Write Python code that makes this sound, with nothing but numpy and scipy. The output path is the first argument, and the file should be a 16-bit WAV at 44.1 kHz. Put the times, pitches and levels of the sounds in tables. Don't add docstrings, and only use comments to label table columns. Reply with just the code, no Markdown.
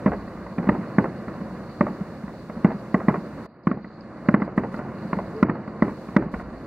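import sys
import numpy as np
from scipy import signal
from scipy.fft import rfft, irfft
from scipy.io import wavfile
from scipy.ndimage import uniform_filter1d

SR = 44100
rng = np.random.default_rng(int(sys.argv[2]) if len(sys.argv) > 2 else 0)


def wav_out(sig):
    wavfile.write(sys.argv[1], SR, np.round(np.clip(np.atleast_2d(sig).T, -1, 1) * 32767).astype(np.int16))


def volts_from_db(level):
    exponent = np.asarray(level, float) / 20
    return 10 ** exponent


N = 293706

# (time [s], level [dB])
BARRAGE = [(0.0, -36), (0.55, -40), (0.75, -34), (1.7, -40), (1.9, -37), (2.25, -41), (3.1, -36),
           (3.45, -38.5), (4.45, -39), (5.05, -36), (5.9, -38.5), (6.66, -40.5)]
# (frequency [Hz], level [dB per Hz])
RUMBLE_COLOUR = [(15, -52.5), (25, -21.5), (98, -3.5), (215, 2), (268, -5.5), (328, -4), (401, -9.5),
                 (552, -6.5), (860, -16.5), (1120, -13), (1290, -18.5), (1960, -22.5), (3050, -38),
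                 (3960, -85), (6710, -120)]
TAIL_COLOUR = [(60, -33), (120, -0.5), (210, 0.5), (330, 0.5), (600, -15.5), (1000, -20), (2000, -26),
               (3000, -43.5)]
SLAP_COLOUR = [(100, -29), (220, -8), (500, 1), (930, -4), (1300, -12.5), (2000, -17), (3000, -36)]
HISS_COLOUR = [(1500, -1.5), (3000, 5.5), (5500, -0.5), (7500, -4), (11000, -9), (16000, -12)]
# (frequency [Hz], level [dB per Hz])
DEEP_COLOUR = [(20, -4.5), (36, -22.5), (52, 4), (75, 0.0), (110, -21.5), (160, -43.5)]
INSECT_COLOUR = [(3000, -21), (3500, -13.0), (4300, 1.5), (4750, -1.5), (4950, -8.5), (5150, -29.5)]
# (frequency [Hz], width [Hz], level [dB])
CRACK_TONES = [(593, 49.4, 1.5), (1099, 150, -0.5), (1450, 111, -4), (1950, 220, -6.5)]
# (delay [s], level [dB], time to fall 60 dB [s])
SCATTER = [
    (0.009, -5.5, 0.09),
    (0.06, -3.5, 0.037),
    (0.071, -9.5, 0.097),
]
# (delay [s], level over tail [dB], time to fall 60 dB [s])
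HILL_ECHO = (.1, -9, 0.061)
# (delay [s], level [dB], half length [s])
HILL_BOOM = (.103, -19.5, 0.00881)
# (time [s], pitch [Hz], level [dB])
HOOT = [
    (5.335, 410, -46),
    (5.355, 430, -34),
    (5.375, 440, -31),
    (5.41, 440, -31),
    (5.425, 430, -42),
]
# (time [s], peak [dB], crack over boom [dB], wall slap over return [dB], bright snap [dB])
NEAR_SHELLS = [(0.059, -4, -17, -7, -53), (0.581, -11, -17, -11.5, -67), (0.688, -4, -11.5, -18.5, -44.5),
               (0.982, -1.5, -16, -8.5, -48), (1.807, -5, -11.5, -13, -44.5), (2.645, 0, -18, -12, -38.5),
               (2.942, -4.5, -14, -13, -45), (3.082, -2, -14, -8, -41.5), (3.669, -4.5, -16.5, -27, -59),
               (3.712, -10.5, -15.5, -16.5, -62), (4.285, -2, -16.5, -36, -37),
               (4.34, -1.5, -16.5, -18, -40.5), (4.418, -11, -13, -14, -49), (4.576, -6, -14, -10, -48.5),
               (4.74, -20.5, -12, -9, -40.5), (5.129, -12.5, -9.5, -9.5, -56.5),
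               (5.426, -2, -13.5, -19, -30.5), (5.494, -10.5, -12.5, -15.5, -53.5),
               (5.821, -3.5, -12, -16, -51), (6.163, -2, -13.5, -19, -29.5), (6.338, -18.5, -11, -5, -63)]
# (time [s], peak [dB], crack over boom [dB])
FAR_SHELLS = [(0.074, -8, -21), (0.276, -27, -11.5), (0.464, -31, -5), (0.592, -18, -23.5),
              (0.627, -22, -13), (0.668, -11.5, -23.5), (4.258, -33.5, -7), (1.279, -23, -10.5),
              (1.409, -17, -25.5), (1.621, -31, -17), (2.005, -15, -27.5), (2.233, -20, -24.5),
              (2.278, -25.5, -10), (2.495, -24, -10), (2.567, -21, -22.5), (3.417, -43, -20),
              (3.843, -27.5, -10), (4.789, -20, -13), (5.045, -22.5, -27.5), (5.166, -14, -24),
              (6.085, -23.5, -13.5), (6.28, -34, -8.5), (5.675, -24, -12.5)]
# (time [s], level [dB])
MORTARS = [
    (0.07, -33.5),
    (4.728, -47),
    (5.121, -50),
    (6.33, -38),
]
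# (time [s], depth [dB])
TURN_DOWN = (3.466, 14.46)
# (start [s], end [s], depth [dB])
GAIN_DIPS = [(2.655, 3.0, 3.5), (3.466, 3.645, 26.5), (3.645, 3.715, 9.5), (3.715, 4.35, 14),
             (4.352, 4.4, 11), (4.4, 4.465, 7.5), (4.465, 4.565, 10.5), (4.6, 4.72, 6), (4.8, 5.1, 5),
             (5.433, 5.82, 12), (6.172, 6.255, 8.5), (6.255, 6.315, 11), (6.425, 6.7, 6)]
# (time [s], level [dB])
CHIRPS = [
    (3.638, -63),
    (4.01, -56.5),
    (4.313, -58),
    (4.415, -62),
    (4.454, -62),
    (4.765, -55),
    (5.367, -58),
]


def rms_one(x):
    return x / np.sqrt(np.mean(x ** 2) + 1e-20)


def in_time(rows):
    s, *columns = np.transpose(rows)
    return [np.interp(np.arange(N) / SR, s, column) for column in columns]


def drift(rate_hz):
    r = np.exp(-80 * np.pi * rate_hz / SR)
    slow = signal.lfilter([1], [1, -2 * r, r * r], rng.standard_normal(N // 40 + 2002))
    slow = slow[2000:]
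    return np.interp(np.arange(N) / 40, np.arange(len(slow)), rms_one(slow))


def shaped(x, colour):
    hz, level_db = np.transpose(colour)
    bins = np.maximum(np.arange(N // 2 + 1) * SR / N, 1)
    gain_db = np.interp(np.log(bins), np.log(hz), level_db, left=-60, right=-70)
    return irfft(rfft(x) * volts_from_db(gain_db), N)


def wide_noise(colour, side_db):
    mid, side = shaped(rng.standard_normal((2, N)), colour)
    return (mid + volts_from_db(side_db) * side * [[1], [-1]]) / np.std(mid)


def resonance(x, hz, width_hz):
    r = np.exp(-np.pi * width_hz / SR)
    ringing = [1, -2 * r * np.cos(2 * np.pi * hz / SR), r * r]
    return signal.lfilter([(1 - r * r) / 2, 0, (r * r - 1) / 2], ringing, x)


def fading(s, level_db, rise_s, t60):
    power = np.full(N, 1e-14)
    np.add.at(power, np.clip((s * SR).astype(int), 0, N - 1), volts_from_db(2 * level_db))
    fall, rise = volts_from_db(-120 / (t60 * SR)), np.exp(-1 / (rise_s * SR))
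    power = signal.lfilter([1], [1, -fall], power)
    return np.sqrt(signal.lfilter([1 - rise], [1, -rise], power))


def shells():
    far_slap_db = -9.5
    rows = [row[:4] for row in NEAR_SHELLS] + [(*row, far_slap_db) for row in FAR_SHELLS]
    s, peak_db, crack_db, slap_db = np.transpose(rows)
    return_db = peak_db + 2 + .6 * np.minimum(0, crack_db + 9.5)
    return s, peak_db, crack_db, return_db, slap_db


def dips(rows):
    recover_db_per_s, fall_s = 17.5, .004
    t = np.arange(N) / SR
    depth_db = 0
    for s, end, db in rows:
        active = (t >= s) & (t < end)
        depth_db = depth_db + active * np.maximum(db - recover_db_per_s * (t - s), 0)
    return -uniform_filter1d(depth_db, int(fall_s * SR))


def gated(x, gain_db):
    threshold_db, spread_db, left_db = -15.5, 4, -30
    hz, s, cells = signal.stft(x, SR, nperseg=2048)
    strength_db = np.interp(hz, *np.transpose(HISS_COLOUR))[:, None]
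    over_db = strength_db + np.interp(s * SR, np.arange(N), gain_db) - threshold_db
    luck = rng.standard_normal((len(hz) // 4 + 1, len(s)))
    luck = np.repeat(luck, 4, axis=0)[:len(hz)]
    kept = over_db + spread_db / 2 * luck > 0
    return signal.istft(cells * np.where(kept, 1, volts_from_db(left_db)), SR, nperseg=2048)[1][:, :N]


def hiss(gain_db):
    noise = gated(rms_one(shaped(rng.standard_normal((2, N)), HISS_COLOUR)), gain_db)
    floor = volts_from_db(-94) * rng.standard_normal((2, N))
    return noise * volts_from_db(-62 + gain_db + 0.58 * drift(2.5)) + floor


def insect_chorus(gain_db):
    chorus = rms_one(shaped(rng.standard_normal((2, N)), INSECT_COLOUR))
    throb_db = 1.1 * drift(4.6) + 2.0 * drift(25)
    level_db = -68.5 + 0.45 * gain_db
    return chorus * volts_from_db(level_db + throb_db + [[4.0], [2.0]])


def chirps():
    pitch_hz, length_s = 4700, 0.0024
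    t = np.arange(N) / SR
    shape = sum(volts_from_db(db) * np.exp(-.5 * ((t - s) / length_s) ** 2) for s, db in CHIRPS)
    buzz = resonance(rng.standard_normal((2, N)), pitch_hz, 600)
    return shape * rms_one(resonance(buzz, pitch_hz, 600))


def hoot():
    before, after = (HOOT[0][0] - .01, 400, -120), (HOOT[-1][0] + .01, 400, -120)
    hz, level_db = in_time([before, *HOOT, after])
    return volts_from_db(level_db) * np.sin(2 * np.pi * np.cumsum(hz) / SR)


def night():
    gain_db = dips(GAIN_DIPS)
    return insect_chorus(gain_db) + chirps() + hiss(gain_db) + hoot()


def far_thuds():
    hits = rng.random(N) < 45.0 / SR
    strength = volts_from_db(1.3 * np.minimum(rng.exponential(1, N), 4)) * rng.choice([-1, 1], N)
    thuds = resonance(hits * strength + 1e-18, 220, 70)
    return rms_one(resonance(thuds, 140, 130))


def deep_roll(cut_db):
    s, peak_db, *_ = shells()
    swell = volts_from_db(-54.5 + cut_db + 1.6 * drift(2.5))
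    swell = swell + fading(s, peak_db - 42.5, 0.0045, 0.34)
    swell = swell + fading(*np.transpose(MORTARS), .02, .6)
    return swell * wide_noise(DEEP_COLOUR, -15.5)


def rumble():
    body_db, = in_time(BARRAGE)
    cut_db = dips([(TURN_DOWN[0], N / SR, TURN_DOWN[1])])
    noise, patches, shared = wide_noise(RUMBLE_COLOUR, -21.5), 0, drift(1.8)
    edges_hz = [80, 300, 800, 1600, 4000]
    for low, high in zip(edges_hz, edges_hz[1:]):
        band = signal.sosfilt(signal.butter(2, [low, high], "band", fs=SR, output="sos"), noise)
        flicker = volts_from_db(.8 * shared + 1.1 * drift(20))
        patches = band * flicker - patches
    return volts_from_db(body_db + cut_db) * (patches + volts_from_db(-9.5) * far_thuds()) + deep_roll(cut_db)


def echoes():
    at, _, _, return_db, slap_db = shells()
    tail_db = -19.5
    tail = fading(at + .015, return_db + tail_db, .004, .28)
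    tail = tail + fading(at + 0.055, return_db - 38.5, 0.0039, 0.11)
    slaps = sum(fading(at + s, return_db + slap_db + db - 3.5, 0.0006, t60) for s, db, t60 in SCATTER)
    hill_delay_s, hill_db, hill_t60 = HILL_ECHO
    hill = fading(at + hill_delay_s, return_db + tail_db + hill_db, 0.0069, hill_t60)
    dull = resonance(rng.standard_normal(N), 200, 73)
    dull = rms_one(resonance(dull, 140, 130))
    lumps = volts_from_db(1.2 * np.clip(drift(46), -2, 1.5))
    scatter = wide_noise(TAIL_COLOUR, -34)
    scatter = scatter / (uniform_filter1d(scatter[0] ** 2, int(.012 * SR)) + .1) ** (.5 / 2)
    return lumps * tail * scatter + slaps * wide_noise(SLAP_COLOUR, -20.5) + hill * dull


def snaps():
    s, *_, snap_db = np.transpose(NEAR_SHELLS)
    fall = volts_from_db(-60 / (.016 * SR))
    out = 0
    for level_db, band_hz in [(snap_db - 7.0, [2500, 5000]), (snap_db - 19.5, [5000, 16000])]:
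        clicks = np.zeros(N)
        clicks[((s + .003) * SR).astype(int)] = volts_from_db(level_db)
        band = signal.butter(3, band_hz, "band", fs=SR, output="sos")
        noise = signal.sosfilt(band, rng.standard_normal((2, N)))
        noise = rms_one(noise[0] + 0.18 * noise[1] * [[1], [-1]])
        out = out + signal.lfilter([1], [1, -fall], clicks + 1e-18) * noise
    return out


def shock_pulses(t, front_s):
    width_ms, bounce_s, bounce_db = 0.54, .00369, -9.0
    pulses = [(front_s, 0), (front_s + bounce_s, bounce_db)]
    return sum(volts_from_db(db) * np.exp(-.5 * ((t - at) * 1000 / width_ms) ** 2) for at, db in pulses)


def boom_ring(since, hz, crack_db):
    rise_s = max(-17 - crack_db, .01) * 0.83 / 1000
    late = np.maximum(since - rise_s, 0)
    fall_db = -60 * late / 0.057 - 9 * (late / .015) ** 4
    return np.sin(2 * np.pi * hz * since) * np.minimum(since / rise_s, 1) * volts_from_db(fall_db)


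def crack_ring(t, splinters):
    grit = splinters * (t / .001) * np.exp(-t * 1000 / 2.03)
    crack = sum((-1) ** k * volts_from_db(db) * resonance(grit, hz, width_hz)
                for k, (hz, width_hz, db) in enumerate(CRACK_TONES))
    return crack / np.abs(crack).max()


def blasts():
    out, t = np.zeros(N + SR), np.arange(4000) / SR
    splinters = rng.standard_normal((len(NEAR_SHELLS) + len(FAR_SHELLS), 4000)) ** 3
    pitches_hz = 197 * (1 + 0.025 * rng.standard_normal(len(splinters)))
    front_s, wall_delay_s = .002, .0575
    hill_delay_s, hill_db, hill_half_s = HILL_BOOM
    shocks = shock_pulses(t, front_s)
    since = np.maximum(t - front_s - .0004, 0)
    for s, peak_db, crack_db, return_db, slap_db, hz, grit in zip(*shells(), pitches_hz, splinters):
        sharp = crack_ring(t, grit) * volts_from_db(crack_db + 7.5)
        sharp = sharp - volts_from_db(-2.5 + min(0, crack_db + 13.5)) * shocks
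        start = round(s * SR)
        out[start:start + len(t)] += volts_from_db(peak_db) * (volts_from_db(-.5) * boom_ring(since, hz, crack_db) + sharp)
        hill = start + round((hill_delay_s - 2 * hill_half_s) * SR)
        softened = np.sin(2 * np.pi * hz * t) * np.exp(-(t / hill_half_s - 2) ** 2)
        out[hill:hill + len(t)] += volts_from_db(return_db + hill_db) * softened
        wall = start + round(wall_delay_s * SR)
        out[wall:wall + len(t)] += volts_from_db(return_db + slap_db + 4.5) * resonance(sharp, 750, 500)
    return out[:N]


def scene():
    far = signal.sosfilt(signal.butter(1, 90, "high", fs=SR, output="sos"), blasts())
    far = signal.sosfilt(signal.butter(4, 2300, fs=SR, output="sos"), far)
    late = signal.sosfilt(signal.butter(4, 3000, fs=SR, output="sos"), echoes())
    left, right = far + snaps() + late + rumble()
    left = left - .4 * resonance(left, 2400, 1100)
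    return np.array([volts_from_db(-.3) * np.roll(left, 1), volts_from_db(.3) * right]) + night()


def top_cut(x):
    return signal.sosfilt(signal.butter(12, 15900, fs=SR, output="sos"), x)


def record(dry):
    x = signal.lfilter(*signal.iirnotch(3200, 9.0, fs=SR), dry)
    knee, room = .7, .25
    rounded = np.sign(x) * (knee + room * np.tanh((np.abs(x) - knee) / room))
    mix = np.where(np.abs(x) > knee, rounded, x)
    return top_cut(mix)


dry = scene()
out = record(dry)
wav_out(out)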